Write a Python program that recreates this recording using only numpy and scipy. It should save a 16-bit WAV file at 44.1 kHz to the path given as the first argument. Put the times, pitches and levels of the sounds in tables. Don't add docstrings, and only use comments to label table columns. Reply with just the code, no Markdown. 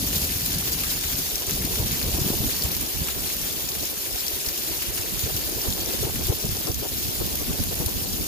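import sys
import numpy as np
from scipy import signal
from scipy.fft import rfft, irfft, next_fast_len
from scipy.io import wavfile
from scipy.ndimage import uniform_filter1d

SR = 44100
rng = np.random.default_rng(int(sys.argv[2]) if len(sys.argv) > 2 else 0)


def inscribe(sig):
    pcm = np.round(np.clip(np.atleast_2d(sig).T, -1, 1) * 32767)
    wavfile.write(sys.argv[1], SR, pcm.astype(np.int16))


N = 364707

# f/Hz, relative level/dB per Hz
RUMBLE_SPECTRUM = [(20, -28), (35, -4.5), (65, 1), (110, -5), (190, -6.5), (240, -7.5), (290, -10),
                   (500, -46)]
ROAR_SPECTRUM = [(150, -58), (230, -18), (290, -3), (370, 1), (430, -2.5), (520, -6.5), (700, -9),
                 (1100, -17), (2000, -33.5)]
# t/s, envelope peak level/dB, nominal f/Hz
THUMPS = [(0.0717, -24, 79), (0.36, -23, 81), (1.081, -30, 72), (1.2, -28, 75), (1.486, -21, 77.4),
          (1.6114, -22, 130), (1.6504, -19, 180), (1.8034, -15.5, 87.5), (1.93, -23, 130), (2.065, -19, 82),
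          (2.106, -24, 87), (2.218, -15.5, 121), (2.266, -16.5, 160), (2.3046, -16, 209), (2.407, -16, 100),
          (2.4423, -21, 184), (2.653, -18.5, 75.5), (4.34, -28, 70), (4.48, -26, 70), (5.0, -22, 80),
          (5.242, -15, 83), (5.3527, -22, 89), (5.58, -29, 119), (5.6867, -17, 92), (6.0208, -18, 98),
          (6.051, -19, 92), (6.095, -23, 100), (6.3014, -10.5, 90), (6.4502, -18, 132), (6.4946, -20.5, 99),
          (6.5625, -31, 110), (6.7014, -15, 82), (6.799, -33, 84), (7.0908, -20.5, 122), (7.2084, -24, 100),
          (7.2418, -25, 75), (7.5103, -18.5, 140), (7.6004, -14.5, 79.6), (7.8041, -19, 140),
          (7.8664, -18, 73), (7.9739, -29, 58), (8.0576, -27, 140)]
# t/s, right rumble level/dB before brightening, steady roar level/dB, roar left minus right/dB
WIND = [(0, -31.5, -39.5, 1), (0.4, -34, -42.5, 0), (0.9, -34.5, -43.5, 0), (1.4, -37.5, -40.5, 2),
        (1.55, -31.5, -42, 2), (2, -29, -37, 1), (2.15, -28, -36, 1), (2.45, -30.5, -38, 3),
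        (2.6, -31.5, -40.5, 2), (3.1, -33, -40.5, 1), (3.6, -35, -41, 1.5), (4.5, -40, -41, 3.5),
        (5.1, -34.5, -42, 3), (5.4, -31.5, -39, 4), (5.9, -33, -36.5, 8), (6.2, -33, -42, 0),
        (6.9, -34.5, -41, 0), (7.3, -32.5, -40, 2), (7.6, -30, -41, -1), (7.9, -31, -38.5, 0),
        (8.26, -32, -39, 3)]
# t/s, likeness (0-1)
LIKENESS = [(0, .88), (1.2, .86), (2.3, .66), (3.5, .4), (6.4, .4), (7.0, .05), (8.27, .05)]
# start t/s, length/s, drop level/dB before its edges are softened
LULLS = [(0.93, 0.054, -9), (1.255, 0.25, -20), (1.712, 0.038, -18), (1.95, 0.091, -19), (2.33, 0.068, -18),
         (2.488, .12, -18), (2.693, 0.13, -19), (2.863, 0.13, -24), (3.04, 0.18, -16), (3.236, .12, -19),
         (3.393, 0.045, -7), (3.463, 1.78, -34), (5.268, .07, -22), (5.415, 0.16, -25), (5.596, .085, -33),
         (5.708, .31, -33), (6.065, 0.072, -26), (6.22, 0.032, -20), (6.325, 0.094, -26),
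         (6.61, 0.037, -14), (6.69, .06, -24), (6.83, 0.07, -24), (7.09, .04, -16), (7.172, 0.036, -14),
         (7.254, .05, -19), (7.333, 0.054, -10), (7.519, 0.073, -26), (7.706, 0.051, -24),
         (7.89, .045, -11), (8.22, 0.05, -17)]
# centre t/s, length/s, level/dB, left minus right/dB
PUFFS = [(1.49, 0.037, -37.5, 2), (1.595, 0.048, -38, 0), (1.82, 0.078, -37.5, 3), (2.282, 0.092, -37, 4),
         (2.443, 0.022, -33.5, -1), (2.66, 0.089, -40, 2), (2.855, .04, -38, 5), (3.837, .02, -37, 10),
         (4.735, 0.084, -36.5, 11), (5.076, 0.079, -41.5, 10), (5.287, 0.041, -34, 8),
         (5.661, 0.044, -33, 7), (5.759, 0.021, -36, 4), (5.913, .065, -37, 13), (6.063, 0.078, -33, 7),
         (6.092, 0.016, -32, 4), (6.207, 0.046, -36, 8), (6.311, 0.047, -29.5, 9),
         (6.452, 0.039, -34.5, 10), (6.562, 0.025, -34.5, 12), (6.615, 0.014, -39, 11),
         (6.693, 0.044, -31, 9), (6.844, 0.05, -33.5, 9), (7.104, 0.058, -41, 1), (7.218, 0.032, -33.5, 10),
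         (7.25, .02, -39, 7), (7.277, .015, -38, 5), (7.42, 0.025, -32.5, 11), (7.531, 0.056, -33.5, 10),
         (7.59, 0.021, -36.5, 2), (7.64, .025, -41, 8), (7.721, 0.028, -32.5, 14),
         (7.818, 0.052, -34.5, 11), (7.894, 0.028, -33.5, 8), (8.234, .028, -40, 3)]
# t/s, envelope peak level/dB averaged over both sides, nominal f/Hz
SPLASHES = [(0.0714, -19, 12000), (0.1292, -21, 2900), (0.1825, -15, 11000), (0.4607, -12, 14000),
            (0.5222, -18, 13000), (0.585, -13, 11000), (0.6747, -22, 3100), (0.721, -16, 12000),
            (0.8363, -17.5, 2460), (0.8445, -21, 4300), (1.0398, -23, 2380), (1.0507, -22, 6000),
            (1.3566, -12, 5600), (1.4684, -18, 6400), (1.4955, -21.5, 2520), (1.5096, -14, 6200),
            (1.532, -19, 7300), (1.619, -24, 2490), (1.652, -14.5, 8450), (1.7573, -24, 2380),
            (1.789, -23, 7900), (2.015, -21.5, 2400), (2.0286, -15, 4320), (2.215, -21, 6600),
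            (2.2777, -26, 3480), (2.623, -13.5, 4560), (2.637, -13, 12000), (2.7167, -13, 11000),
            (2.751, -26, 3500), (2.7668, -13, 11900), (3.0729, -17, 7440), (3.0852, -19, 2800),
            (3.302, -25.5, 1960), (3.3665, -16, 12000), (3.4155, -18, 5700), (3.6897, -15, 5800),
            (4.1296, -21, 7300), (4.2667, -18, 4330), (4.2815, -13, 5170), (4.446, -25, 2900),
            (4.463, -15, 5000), (4.4876, -14, 5400), (4.8237, -20.5, 2600), (4.9774, -20.5, 2900),
            (5.1936, -15, 6260), (5.366, -12, 12000), (5.6163, -15.5, 5360), (5.704, -18, 5770),
            (5.726, -16.5, 3600), (5.736, -17, 6600), (5.8601, -16, 5500), (5.899, -24, 3420),
            (6.1583, -22, 2480), (6.2687, -12.5, 11000), (6.604, -20, 13000), (6.6525, -26, 3300),
            (6.671, -16, 5100), (6.717, -16, 5500), (6.745, -15, 6000), (7.263, -16, 11500),
            (7.3546, -13, 11400), (7.4662, -25, 3000), (7.6256, -25, 3500), (7.638, -15, 11000),
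            (7.8613, -11, 10000)]
# t/s, fizz level/dB before random surges, deeper body level/dB against the fizz
RAIN = [(0.0, -26, -18), (0.2, -25, -17.5), (0.9, -27, -11), (1.2, -25, -18), (1.42, -28.5, -13),
        (1.55, -26.5, -18), (2.0, -27, -13), (2.3, -25, -17), (2.85, -28, -12.5), (3.6, -27.5, -15),
        (4.12, -28, -14), (4.45, -27.5, -14), (5.0, -28, -13), (5.85, -27, -15), (6.5, -29.5, -12.5),
        (7.0, -28, -18), (7.6, -28.5, -14), (8.27, -29, -18)]
# f/Hz, relative level/dB per Hz
FIZZ_SPECTRUM = [(2000, -15), (2800, -3.5), (3300, -0.5), (4920, 2), (6790, 1.5), (8470, -4.5), (12200, 5),
                 (13600, 5), (14300, -1), (14900, 9), (15400, 2.5)]
# f/Hz, relative level/dB per Hz
BODY_SPECTRUM = [(600, -12), (1100, -10.5), (1660, -6.5), (2500, -6), (3000, -9.5), (4000, -13)]

ROAR_LIKENESS = .8
PUFF_SHARPNESS = 6.5
EDGE_S = 0.024
HUSH_S, HUSH_SHARE = 0.037, 0.57
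PORT_LAG = 19
RAIN_PAN_DB, SPLASH_PAN_DB = 1.5, 6
SURGE_DB, SURGE_S = 0.67, 0.029
HISS_LIKENESS = .2
DEEP_HZ, SLOSH_DB, SLOSH_T60_S = 3600, -10, 0.12
SMALL_PER_S, SMALL_MIN_DB, SMALL_SPREAD_DB = 24, -26, 3
PORCH_DB = -10
EDGE_HZ = 15500


def gain_of(db):
    return 10 ** (np.asarray(db) / 20)


def evened(x):
    return x / np.sqrt(np.mean(x ** 2) + 1e-20)


def smoothed(x, seconds):
    return uniform_filter1d(x, max(round(seconds * SR), 1))


def read(points, hz):
    f, value = np.transpose(points)
    return np.interp(np.log(hz + 1), np.log(f + 1), value)


def curves(rows):
    s, *columns = np.transpose(rows)
    return [np.interp(np.arange(N) / SR, s, column) for column in columns]


def sides(db, pan_db):
    left_power = gain_of(pan_db) ** 2
    powers = np.array([left_power, np.ones_like(left_power)])
    return gain_of(db) * np.sqrt(2 * powers / (1 + left_power))


def add(mix, s, sound):
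    start = max(round(s * SR) - sound.shape[1] // 2, 0)
    part = mix[:, start:][:, :sound.shape[1]]
    part += sound[:, :part.shape[1]]


def colour(x, spectrum):
    size = next_fast_len(N)
    gains = gain_of(read(spectrum, np.fft.rfftfreq(size, 1 / SR)))
    return irfft(rfft(x, size) * gains, size)[..., :N]


def noise(size, patch_db, patch_s, patch_hz, flicker_db):
    hop = size // 4
    frames, bins = N // hop + 5, size // 2 + 1
    patch_frames = max(round(patch_s * SR / hop), 1)
    patch_bins = max(round(patch_hz * size / SR), 1)
    real, imaginary, patches = rng.standard_normal((frames, bins, 2, 3)).T
    patches = uniform_filter1d(patches, patch_bins, axis=1)
    patches = evened(uniform_filter1d(patches, patch_frames, axis=2))
    flicker = evened(uniform_filter1d(rng.standard_normal(frames), patch_frames))
    spectrum = (real + 1j * imaginary) * gain_of(patch_db * patches + flicker_db * flicker)
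    return signal.istft(spectrum, nperseg=size, noverlap=size - hop)[1][:, :N]


def alike(x, share):
    share = np.clip(share, 0, 1)
    return np.array([x[0], share * x[0] + np.sqrt(1 - share ** 2) * x[1]])


def wavelet(hz, cycles, phase):
    t = np.arange(-3, 3, hz / SR / (cycles / 2.32))
    return np.exp(-t ** 2 / 2) * np.cos(2 * np.pi * cycles / 2.226 * t + phase)


def dying(peaks_db, t60):
    fall = 60 / t60 * np.arange(N) / SR
    return gain_of(np.maximum.accumulate(peaks_db + fall) - fall)


def porch(x, t60):
    taps = rng.choice([-1., 1.], (2, 3000)) * (rng.random((2, 3000)) < .05)
    taps = taps * gain_of(-60 * np.arange(3000) / SR / t60)
    tail = signal.oaconvolve(x, taps / np.linalg.norm(taps[0]), axes=1)[:, :N]
    return x + gain_of(PORCH_DB) * tail


def left_rumble_gain():
    drop_db = np.zeros(N)
    for s, length, db in LULLS:
        drop_db[round(s * SR):round((s + length) * SR)] = db
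    return gain_of(smoothed(drop_db, EDGE_S))


def hush():
    wind_s, _, roar_db, _ = np.transpose(WIND)
    dip_db = np.zeros(N)
    for s, length, db, _ in PUFFS:
        end = round((s + length / 2) * SR)
        excess_db = max(db - np.interp(s, wind_s, roar_db), 0)
        dip_db[end:end + round(HUSH_S * SR)] = -HUSH_SHARE * excess_db
    return np.array([gain_of(smoothed(dip_db, EDGE_S)), np.ones(N)])


def gusts(roar_db, pan_db):
    t = np.arange(N) / SR
    power = (sides(roar_db, pan_db) * hush()) ** 2
    for s, length, db, puff_pan_db in PUFFS:
        near = slice(max(round((s - 2 * length) * SR), 0), round((s + 2 * length) * SR))
        shape = np.exp(-abs(2 * (t[near] - s) / length) ** PUFF_SHARPNESS)
        power[:, near] += sides(db, puff_pan_db)[:, None] ** 2 * shape
    return np.sqrt(power)


def wind():
    rumble_db, roar_db, roar_pan_db = curves(WIND)
    likeness, = curves(LIKENESS)
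    lumps = noise(size=1024, patch_db=2.4, patch_s=.03, patch_hz=200, flicker_db=2.5)
    rumble = alike(evened(colour(lumps, RUMBLE_SPECTRUM)), likeness)
    bright = np.clip((rumble_db + 35) / 14, 0, 1)
    upper_rumble = signal.lfilter(*signal.butter(1, 120, "high", fs=SR), rumble)
    rumble = (rumble + 0.27 * bright * upper_rumble) * gain_of(rumble_db)

    phases = rng.uniform(0, 2 * np.pi, len(THUMPS))
    for (s, db, hz), phase in zip(THUMPS, phases):
        shift = np.arccos(likeness[round(s * SR)])
        add(rumble, s, gain_of(db) * wavelet(hz, 0.83, phase + np.array([[0], [shift]])))

    lumps = noise(size=512, patch_db=1.83, patch_s=.02, patch_hz=400, flicker_db=1.9)
    roar = alike(evened(colour(lumps, ROAR_SPECTRUM)), ROAR_LIKENESS * likeness)
    return rumble * [left_rumble_gain(), np.ones(N)] + roar * gusts(roar_db, roar_pan_db)


def splashes():
    small = []
    for u, v, w in rng.random((round(SMALL_PER_S * N / SR), 3)):
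        s = u * (N - 1) / SR
        db = SMALL_MIN_DB - SMALL_SPREAD_DB * np.log(1 - .95 * v)
        hz = 4000 * 3.8 ** w ** 0.67
        small.append((s, db, hz))
    return [*SPLASHES, *small]


def runoff():
    ticks = np.zeros((2, N))
    rows = splashes()
    phases = rng.uniform(0, 2 * np.pi, len(rows))
    spray_db, slosh_db = np.full((2, N), -120.)
    left, right = sides(0, SPLASH_PAN_DB)
    for (s, db, hz), phase in zip(rows, phases):
        tick = gain_of(db) * wavelet(hz, 1.5 + hz / 3500, phase)
        add(ticks, s, np.array([left * tick, 0 * tick]))
        add(ticks, s + PORT_LAG / SR, np.array([0 * tick, right * tick]))
        spray_db[round(s * SR)] = db - 8.5
        if hz < DEEP_HZ:
            slosh_db[round(s * SR)] = db + SLOSH_DB
    water = rng.standard_normal((2, N))
    spray = dying(spray_db, t60=0.036) * evened(colour(water, FIZZ_SPECTRUM))
    slosh = dying(slosh_db, SLOSH_T60_S) * evened(colour(water, BODY_SPECTRUM))
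    return ticks + spray + slosh * np.array([[left], [right]])


def drops(per_s, spread_db, lo_hz, hi_hz, cycles, tilt):
    size = gain_of(spread_db * np.minimum(rng.exponential(1, N), 5))
    size = size * (rng.random(N) < per_s / SR)
    kind, out = rng.integers(0, 32, N), np.zeros((2, N))
    draws = rng.random((32, 3))
    for k, hz in enumerate(np.geomspace(lo_hz, hi_hz, num=32)):
        length_draw, phase_draw, side_draw = draws[k]
        grain = wavelet(hz, cycles * (.5 + length_draw), 2 * np.pi * phase_draw) * hz ** tilt
        train = signal.oaconvolve(size * (kind == k), grain, "same")
        lag = round(PORT_LAG * (1 - 2 * side_draw ** 4))
        out += [train, np.roll(train, lag) * gain_of(1.5)]
    return evened(out)


def rain():
    fizz_db, body_db = curves(RAIN)
    surge = smoothed(smoothed(rng.standard_normal(N), SURGE_S), SURGE_S)
    fizz_db = fizz_db + SURGE_DB * evened(surge)
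    hiss = noise(size=256, patch_db=3.0, patch_s=.02, patch_hz=500, flicker_db=1.0)
    hiss = alike(evened(hiss), HISS_LIKENESS)
    hiss[1] = np.roll(hiss[1], PORT_LAG)
    patter = drops(per_s=2500, spread_db=3.5, lo_hz=1043, hi_hz=16260, cycles=1.0, tilt=0.64)
    water = hiss + gain_of(-7.5) * porch(patter, t60=0.21)
    fizz = evened(colour(water, FIZZ_SPECTRUM))
    body = gain_of(body_db) * hush() * evened(colour(water, BODY_SPECTRUM))
    return (fizz + body) * sides(fizz_db, np.full(N, RAIN_PAN_DB))


def scene():
    return wind() + rain() + porch(runoff(), t60=0.048)


def record(dry):
    low_pass = signal.firwin(2047, EDGE_HZ, window=("kaiser", 9), fs=SR)
    return signal.oaconvolve(dry, low_pass[None], "same")


dry = scene()
out = record(dry)
inscribe(out)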